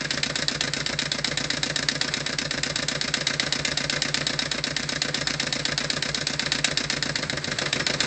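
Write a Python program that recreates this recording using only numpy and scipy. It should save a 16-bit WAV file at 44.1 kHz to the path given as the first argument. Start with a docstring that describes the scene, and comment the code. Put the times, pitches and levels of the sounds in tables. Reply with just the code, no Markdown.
"""A small hot-air engine turns about eight times a second on a wooden base; a gas torch hisses all along.
Each turn its slack closes three times: a sharp clack, a quarter turn later a rattling knock over a thud,
and half a turn after the clack a duller tap, then a thump of the base. The rod squeaks near 5.2 s.
Near 7.3 s the engine slows and labours: the base shudders more and the knocks gain bass. It recovers in
part, with another squeak at 7.8 s. Blows are ringing tones and noise bursts; the torch is steady noise."""
import sys
import numpy as np
from scipy import signal
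from scipy.fft import rfft, irfft, next_fast_len
from scipy.io import wavfile
from scipy.ndimage import uniform_filter1d, map_coordinates

SR = 44100
rng = np.random.default_rng(int(sys.argv[2]) if len(sys.argv) > 2 else 0)


def master_out(mix):
    """Clip the mix to full scale and print it as 16-bit PCM to the path in sys.argv[1]."""
    frames = np.transpose(np.atleast_2d(mix))
    ceiling = np.clip(frames, -1, 1)
    pcm = np.round(ceiling * 32767).astype(np.int16)
    wavfile.write(sys.argv[1], SR, pcm)


N = 355446  # length of the scene in samples
LENGTH = 8192  # length of one blow in samples


def amp(db):
    """Turn dB into a plain factor."""
    return 10 ** (np.asarray(db) / 20)


def unit(x):
    """Scale a sound to an rms of 1."""
    return x / np.sqrt(np.mean(x ** 2) + 1e-20)


def at(curve, s):
    """Read a curve of (seconds, value) points at given times."""
    return np.interp(s, *np.transpose(curve))


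def along(points, hz):
    """Read a curve of (Hz, value) points, with straight lines on a log frequency axis."""
    point_hz, value = np.transpose(points)
    return np.interp(np.log(hz + 1), np.log(point_hz + 1), value)


def noise(shape, spectrum):
    """Rows of noise with the given colour, scaled to an rms of 1 overall."""
    hz = np.fft.rfftfreq(shape[-1], 1 / SR)
    white = rfft(rng.standard_normal(shape))
    return unit(irfft(white * amp(along(spectrum, hz)), shape[-1]))


def wobble(rate):
    """A smooth random curve with the given number of random points a second."""
    points = rng.standard_normal(int(N * rate / SR) + 4)
    return map_coordinates(points, [np.arange(N) * rate / SR])


def placed(times, sounds):
    """Add up rows of sound, each starting at its own time."""
    first = np.round(np.asarray(times) * SR).astype(int)
    index = first[:, None] + np.arange(sounds.shape[1])
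    return np.bincount(index.ravel(), sounds.ravel(), N + sounds.shape[1])[:N]


# The frequencies in Hz where the bass, middle and treble levels of a blow apply.
BAND_HZ = [400, 1800, 5000]


def strength(levels_db, hz):
    """Spread the three band levels of every blow, in dB, over all frequencies."""
    return np.array([along(np.transpose([BAND_HZ, row]), hz) for row in levels_db])


# Loudness of the flame. Each row: time in seconds, level in dB before the 4 dB cut in torch().
HISS_LEVEL = [(0.0, -36), (6.911, -35), (7.25, -34.5), (8.06, -30)]
# Colours of the flame and of the low rumble under it. Each row: frequency in Hz, relative level in dB.
FLAME_COLOUR = [(200, -3.5), (400, 4), (900, -4), (1700, 1.5), (2300, -2), (3000, -9.5), (4200, -2.5),
                (5300, -6.5), (6000, -12), (8000, -11), (9200, -42), (12000, -120)]
RUMBLE_COLOUR = [(15, -27), (25, -20), (48, 2.5), (107, -1.5), (125, -9), (160, -40.5), (280, -120)]


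def torch():
    """The flame is noise whose level flutters fast and slowly; a faint low rumble lies under it."""
    m = next_fast_len(N)
    flutter_db = 1.8 * wobble(40) + 0.42 * wobble(5.9)
    hiss_db = at(HISS_LEVEL, np.arange(N) / SR) - 4.0 + flutter_db
    hiss = amp(hiss_db) * noise((m,), FLAME_COLOUR)[:N]
    rumble = amp(-57 + wobble(5)) * noise((m,), RUMBLE_COLOUR)[:N]
    return hiss + rumble


# The base shakes more as the engine labours. Each row: time in seconds, level in dB.
SHUDDER_LEVEL = [(0, -50), (6.8, -53.5), (7.3, -43.5), (8.06, -44)]


def shudder():
    """The base trembles on the table: low noise with an unsteady level."""
    colour = [(40, -34.0), (80, -1), (200, 1), (380, -7.0), (600, -25), (1200, -120)]  # (Hz, dB)
    level_db = at(SHUDDER_LEVEL, np.arange(N) / SR) + 1.2 * wobble(25)
    return amp(level_db) * noise((next_fast_len(N),), colour)[:N]


def rattle(levels_db, spectrum, crack_db, crack_t60, wash_db, wash_t60, rise, lumpy_db):
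    """Pins chatter in their holes: a short crack and a longer, lumpy wash of noise (t60 and rise in s)."""
    t = np.arange(LENGTH) / SR
    shape = (len(levels_db), LENGTH)
    lumps = unit(uniform_filter1d(rng.standard_normal(shape), size=50))
    crack = amp(crack_db - 60 * t / crack_t60)
    wash = amp(wash_db - 60 * t / wash_t60 + lumpy_db * lumps)
    tilt = amp(strength(levels_db, np.fft.rfftfreq(LENGTH, 1 / SR)))
    tilted = irfft(rfft(noise(shape, spectrum)) * tilt, LENGTH)
    return tilted * (crack + wash) * (1 - np.exp(-t / rise))


# Colour of the pins' chatter in knocks, small ticks and strays.
# Each row: frequency in Hz, relative level in dB.
KNOCK_COLOUR = [(410, -21.5), (700, -11), (832, -27), (1620, -0.5), (2720, -3.5), (3100, -12), (3800, -2),
                (5250, -4), (7420, -11), (9200, -32.5), (12000, -76), (20200, -120)]


def strays():
    """The linkage makes tiny clicks at random moments, each a short rattle of random strength."""
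    count = 110
    chance = rng.random((count, 3))
    levels_db = -44 + 6.9 * chance[:, [1, 1, 2]]  # bass and middle share one draw
    clicks = rattle(levels_db, KNOCK_COLOUR, 0, 0.0058, -18.5, .03, .0003, 2.5)
    return placed(chance[:, 0] * N / SR, clicks)


# Squeaks of the piston rod. Each row: start in seconds, length in seconds, pitch in Hz, middle level in dB.
ROD_SQUEAKS = [(5.224, 0.051, 5220, -42), (7.8, 0.068, 5290, -39)]


def squeaks():
    """The dry sliding rod sings briefly: a tone with slightly unsteady level and phase."""
    t = np.arange(N) / SR
    total = np.zeros(N)
    for start, length, hz, db in ROD_SQUEAKS:
        fade = np.clip(np.minimum(t - start, start + length - t) / .008, 0, 1)  # 8 ms at each end
        level = amp(db + 1.2 * wobble(80))
        total += level * fade * np.sin(2 * np.pi * hz * t + .4 * wobble(120))
    return total


# Speed of the flywheel, which drifts, slows near 7.3 s and partly recovers.
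# Each row: time in seconds, turns per second.
TURNING_SPEED = [(0, 7.824), (.2, 8.023), (.92, 7.842), (1.58, 7.751), (2.42, 8.136), (3.2, 7.728),
                 (3.8, 8.112), (3.98, 8.142), (5.42, 7.817), (5.6, 7.914), (6.02, 8.208), (6.74, 7.823),
                 (6.98, 8.019), (7.34, 6.727), (7.52, 7.033), (8.06, 7.328)]
# How hard the slack closes. Each row: time in seconds, force in dB before each blow's share of it.
CLOSING_FORCE = [(0, -1), (.35, 0.54), (1.2, -1.4), (1.63, 1.3), (2.3, -1.04), (2.9, 0), (3.4, 1.76),
                 (3.6, 0.5), (4, 1.5), (4.65, -1.1), (4.95, 0.3), (5.8, 0), (6.15, -0.6), (6.62, 1.5),
                 (7.15, 0), (7.43, -4), (7.6, 0.3), (8.06, 3)]
# How much the engine labours. Each row: time in seconds, amount where 1 is about full labour.
LABOURING = [(0, 0.26), (6.9, 0.15), (7.1, 0.34), (7.33, 1.05), (7.5, 0.88), (7.8, 0.92), (8.06, 0.4)]
# The five tables below have one row each for clack, knock and tap; the last four list bass, middle, treble.
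# Each row: crank angle in turns, lag in seconds, random timing spread in seconds.
BLOW_MOMENT = [(0, 0, .0003), (.1, .0195, .0006), (.4, .0156, .0006)]
# Each row: the three usual levels in dB.
USUAL_LEVEL = [(-1, -0.14, -1.67), (-2, -3.5, -2.5), (-1.34, -0.4, 1.5)]
# Each row: the three shares of the force in dB that the blow follows.
FORCE_SHARE = [(0.78, 1.1, 1), (0.55, 1.3, 1.1), (.8, .7, .6)]
# Each row: the three gains in dB per unit of labour.
LABOUR_GAIN = [(.8, .8, -2.5), (11.3, .4, -0.6), (.2, 5, 1.2)]
# Each row: the three random level spreads in dB.
LEVEL_SPREAD = [(.7, .9, .5), (1.2, 1.5, 1.1), (.7, 1.2, .9)]


def blows(order):
    """The turning crank closes the slack once a turn: times in s and three band levels in dB per blow."""
    lead = SR // 10  # begin 0.1 s early
    t = np.arange(-lead, N) / SR
    turns = np.cumsum(at(TURNING_SPEED, t)) / SR
    turns = turns - turns[lead] + .1587  # the crank position in turns at time 0
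    angle, lag, jitter = BLOW_MOMENT[order]
    chance = rng.standard_normal((int(turns[-1]) + 1, 4))
    crank_s = np.interp(np.arange(len(chance)) + angle, turns, t, right=N / SR)
    s = crank_s + lag + jitter * chance[:, 0]
    force_db = np.outer(at(CLOSING_FORCE, s), FORCE_SHARE[order])
    labour_db = np.outer(at(LABOURING, s), LABOUR_GAIN[order])
    levels_db = USUAL_LEVEL[order] + force_db + labour_db + LEVEL_SPREAD[order] * chance[:, 1:]
    heard = (s > .005) & (s < N / SR)
    return s[heard], levels_db[heard]


# Ringing tones of the wooden base. Each row: pitch in Hz, time to fall 60 dB in seconds,
# then level in dB under a clack, a knock and a tap, before the blow's own strength.
BASE_TONES = [(56.7, 0.54, -59, -49.5, -40), (98, 0.05, -74, -47, -56.5), (141.5, 0.2, -35.5, -34, -29.5),
              (225, 0.13, -52.5, -49, -31.5), (268.8, 0.12, -42, -43.5, -30.5),
              (291.3, 0.2, -36.5, -41, -35), (366.7, 0.13, -42, -40, -37.5), (410, 0.019, -51, -48, -46.5),
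              (506.6, 0.19, -44.5, -34.5, -33), (571.2, 0.07, -32.5, -29.5, -22.5),
              (622, 0.22, -53, -40, -40), (752, 0.062, -35.5, -36.5, -38.5),
              (911, 0.069, -35.5, -37, -39.5), (998, 0.29, -61.5, -43, -48),
              (1216.6, 0.056, -35.5, -30.5, -29)]
# Pitches in Hz of the ringing metal parts.
METAL_PITCH = [1361, 1532, 1647, 1793, 1911, 2094, 2430, 2718, 3111, 3492, 3762, 3830, 3951, 4037, 4204,
               4400, 4708, 4850, 5033, 5187, 5372, 5560, 6040, 6476, 6944, 7342, 7628]
# The same metal tones. Each row: time to fall 60 dB in seconds,
# then level in dB under a clack, a knock and a tap, before the blow's own strength.
METAL_TONES = [(0.046, -42, -49, -40), (0.078, -32, -30, -36), (0.065, -45, -34.5, -28),
               (0.051, -26, -35, -35), (0.06, -39.5, -34, -36), (0.048, -40, -28.5, -31),
               (0.03, -46.5, -43.5, -32), (0.07, -39, -42, -47), (0.02, -56.5, -48, -55.5),
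               (0.04, -25, -48, -36), (0.08, -30, -40, -39), (0.065, -22.5, -33, -34),
               (0.05, -27, -31, -31), (0.06, -31, -39, -34), (0.045, -29, -42, -35), (0.04, -32, -40, -31),
               (0.05, -30, -39, -40), (0.055, -34, -45, -39), (0.05, -26, -33, -29), (0.06, -27, -27, -34),
               (0.034, -20, -31, -31), (0.044, -35, -42, -30), (0.07, -34, -37, -45),
               (.07, -38, -55, -51.5), (0.09, -40, -45, -47), (0.022, -27, -31, -53),
               (0.017, -40, -48, -52)]
# Random timing spread between the tones, in seconds, for clack, knock and tap.
TONE_SLIP = [.000012, .00005, .00003]


def ringing(levels_db, order, rise):
    """A blow makes base and metal ring; timing slips shift the phase of high tones the most (rise in s)."""
    t = np.arange(LENGTH) / SR
    modes = np.vstack([BASE_TONES, np.column_stack([METAL_PITCH, METAL_TONES])])
    hz, t60, mode_db = modes[:, 0], modes[:, 1], modes[:, 2 + order]
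    growth = 1 - np.exp(-t / (rise + 0.29 / hz[:, None]))  # heavy low tones take a while to start
    decay = amp(-60 * t / t60[:, None]) * (1 - t / t[-1])
    swing = decay * growth * np.exp(2j * np.pi * hz[:, None] * t)
    chance = rng.standard_normal((len(levels_db), 2, len(hz)))
    # neighbouring metal tones swing opposite ways
    side = np.r_[np.ones(len(BASE_TONES)), (-1) ** np.arange(len(METAL_TONES))]
    spread_db = 1.3 * chance[:, 0]
    size = side * amp(mode_db + strength(levels_db, hz) + spread_db)
    phase = 2 * np.pi * hz * TONE_SLIP[order] * chance[:, 1]
    return np.imag((size * np.exp(1j * phase)) @ swing)


def swell(hz, rise):
    """A soft push: a tone that grows to its peak after rise seconds, then dies away."""
    t = np.arange(LENGTH) / SR
    return np.sin(2 * np.pi * hz * t) * (t / rise * np.exp(1 - t / rise)) ** 2


def ticks(s, levels_db, table):
    """Pins touch briefly around each blow, with small random shifts of time and strength."""
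    total = np.zeros(N)
    for delay, middle_db, treble_db in table:
        chance = rng.standard_normal((len(s), 2))
        tick_db = levels_db + [middle_db, middle_db, treble_db] + 2.0 * chance[:, :1]
        tick = rattle(tick_db, KNOCK_COLOUR, 0, 0.021, -9.5, 0.056, 0.00031, 2.0)
        tick_s = s + delay + .0007 * chance[:, 1]
        total += placed(np.maximum(tick_s, 0), tick)
    return total


# Colour of the chatter after a tap. Each row: frequency in Hz, relative level in dB.
TAP_COLOUR = [(410, -31.5), (700, -14.5), (907, -30.5), (1710, 1), (2580, -9), (3970, -4), (4670, -8.5),
              (7830, -9.5), (8350, -19), (9200, -47.5), (12000, -96), (20200, -120)]
# Small ticks around a tap. Each row: delay in seconds (negative is before),
# bass and middle level in dB, treble level in dB, both added to the tap's own.
TICKS_AT_TAP = [(-.0045, -39.5, -33), (.007, -21.5, -38), (.027, -47, -40.5), (0.039, -51.5, -60.5)]


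def taps():
    """Half a turn on the slack closes the other way; the base thumps as the stroke reverses."""
    s, levels_db = blows(order=2)
    ring = ringing(levels_db, order=2, rise=0.0017)
    chatter = rattle(levels_db, TAP_COLOUR, -22, 0.0098, -29.5, 0.074, 0.0013, 0.7)
    thump_db = -30.0 + 0.28 * levels_db[:, :1] + 0.5 * rng.standard_normal((len(s), 1))
    thump = amp(thump_db) * swell(146.3, 0.014)
    tap = placed(s, ring) + placed(s - .0008, chatter) + placed(s + 0.01307, thump)
    return tap + ticks(s, levels_db, TICKS_AT_TAP)


# Small ticks around a knock. Each row: delay in seconds (negative is before),
# bass and middle level in dB, treble level in dB, both added to the knock's own.
TICKS_AT_KNOCK = [(-.0045, -26.5, -23.5), (.006, -21, -33), (0.011, -29.5, -36)]


def knocks():
    """About a quarter turn after the clack a soft thud shakes the base while the pins rattle loosely."""
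    s, levels_db = blows(order=1)
    labour_db = 1 * at(LABOURING, s)[:, None]  # 1 dB per unit of labour
    thud_db = -27.0 + labour_db + 0.3 * rng.standard_normal((len(s), 1))
    thud = amp(thud_db) * swell(247.2, 0.0074)
    ring = ringing(levels_db, order=1, rise=0.0012)
    chatter = rattle(levels_db, KNOCK_COLOUR, -19.0, 0.0059, -27.5, 0.087, 0.00038, 4.4)
    return placed(s - .003, ring + thud) + placed(s, chatter) + ticks(s, levels_db, TICKS_AT_KNOCK)


# Colour of the chatter and scrape of a clack. Each row: frequency in Hz, relative level in dB.
CLACK_COLOUR = [(410, -36), (700, -6), (988, -23), (1830, 0.5), (3030, -4.5), (3840, -1), (5310, -7.5),
                (7580, -3.5), (8440, -16.5), (9200, -29), (12000, -64), (20200, -120)]


def clacks():
    """The sharpest blow: a snap, ringing and chatter, with a scrape of varying strength just ahead."""
    s, levels_db = blows(order=0)
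    middle_db, treble_db = levels_db[:, 1:2], levels_db[:, 2:3]
    snap_db = -9.5 + 1.5 * rng.standard_normal((len(s), 1))
    high_snap = amp(snap_db + treble_db) * swell(4500, .0006)
    low_snap = amp(-23.5 + middle_db) * swell(1850, .0008)
    ring = ringing(levels_db, order=0, rise=0.00024)
    chatter = rattle(levels_db, CLACK_COLOUR, -18.0, 0.011, -25.5, 0.094, 0.00028, 3.5)
    scrape = rattle(levels_db, CLACK_COLOUR, -24.5, 0.039, -52.5, 0.039, 0.0016, 2.5)
    scrape = scrape * amp(5 * rng.standard_normal((len(s), 1)))
    return placed(s, high_snap + low_snap + ring + chatter) + placed(s - .0025, scrape)


# Echoes from the table top and near walls. Each row: delay in seconds, level in dB.
NEAR_ECHOES = [(.0029, -19), (.0058, -29.5), (.011, -20.5)]


def room(x):
    """Near surfaces return weak copies, then a short diffuse tail with little bass."""
    t = np.arange(SR // 3) / SR
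    colour = [(150, -13.0), (1200, -2.0), (8000, -2.5)]  # (Hz, dB)
    tail = noise((len(t),), colour) * amp(-60 * t / 0.11) * (t > .008)
    response = amp(-13.5) * tail / np.linalg.norm(tail)
    response[0] = 1  # the direct sound
    for delay, db in NEAR_ECHOES:
        response[round(delay * SR)] += amp(db)
    return signal.fftconvolve(x, response)[:N]


def scene():
    """The engine sounds in the room, over the shudder of the base and the torch."""
    engine = clacks() + knocks() + taps() + strays() + squeaks()
    return (room(engine) + shudder() + torch())[None]


def record(dry):
    """The microphone drops the deepest bass, rolls off steeply on top and keeps nothing from 9400 Hz up."""
    m = next_fast_len(N + SR // 2)
    hz = np.fft.rfftfreq(m, 1 / SR)
    bass = 1 / np.sqrt(1 + (42 / (hz + 1)) ** 8)
    slope = amp(-55 * np.clip((hz - 8000) / 1400, 0, 1) ** 3.4)
    return irfft(rfft(dry, m) * bass * slope * (hz < 9400), m)[..., :N]


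dry = scene()
out = record(dry)
master_out(out)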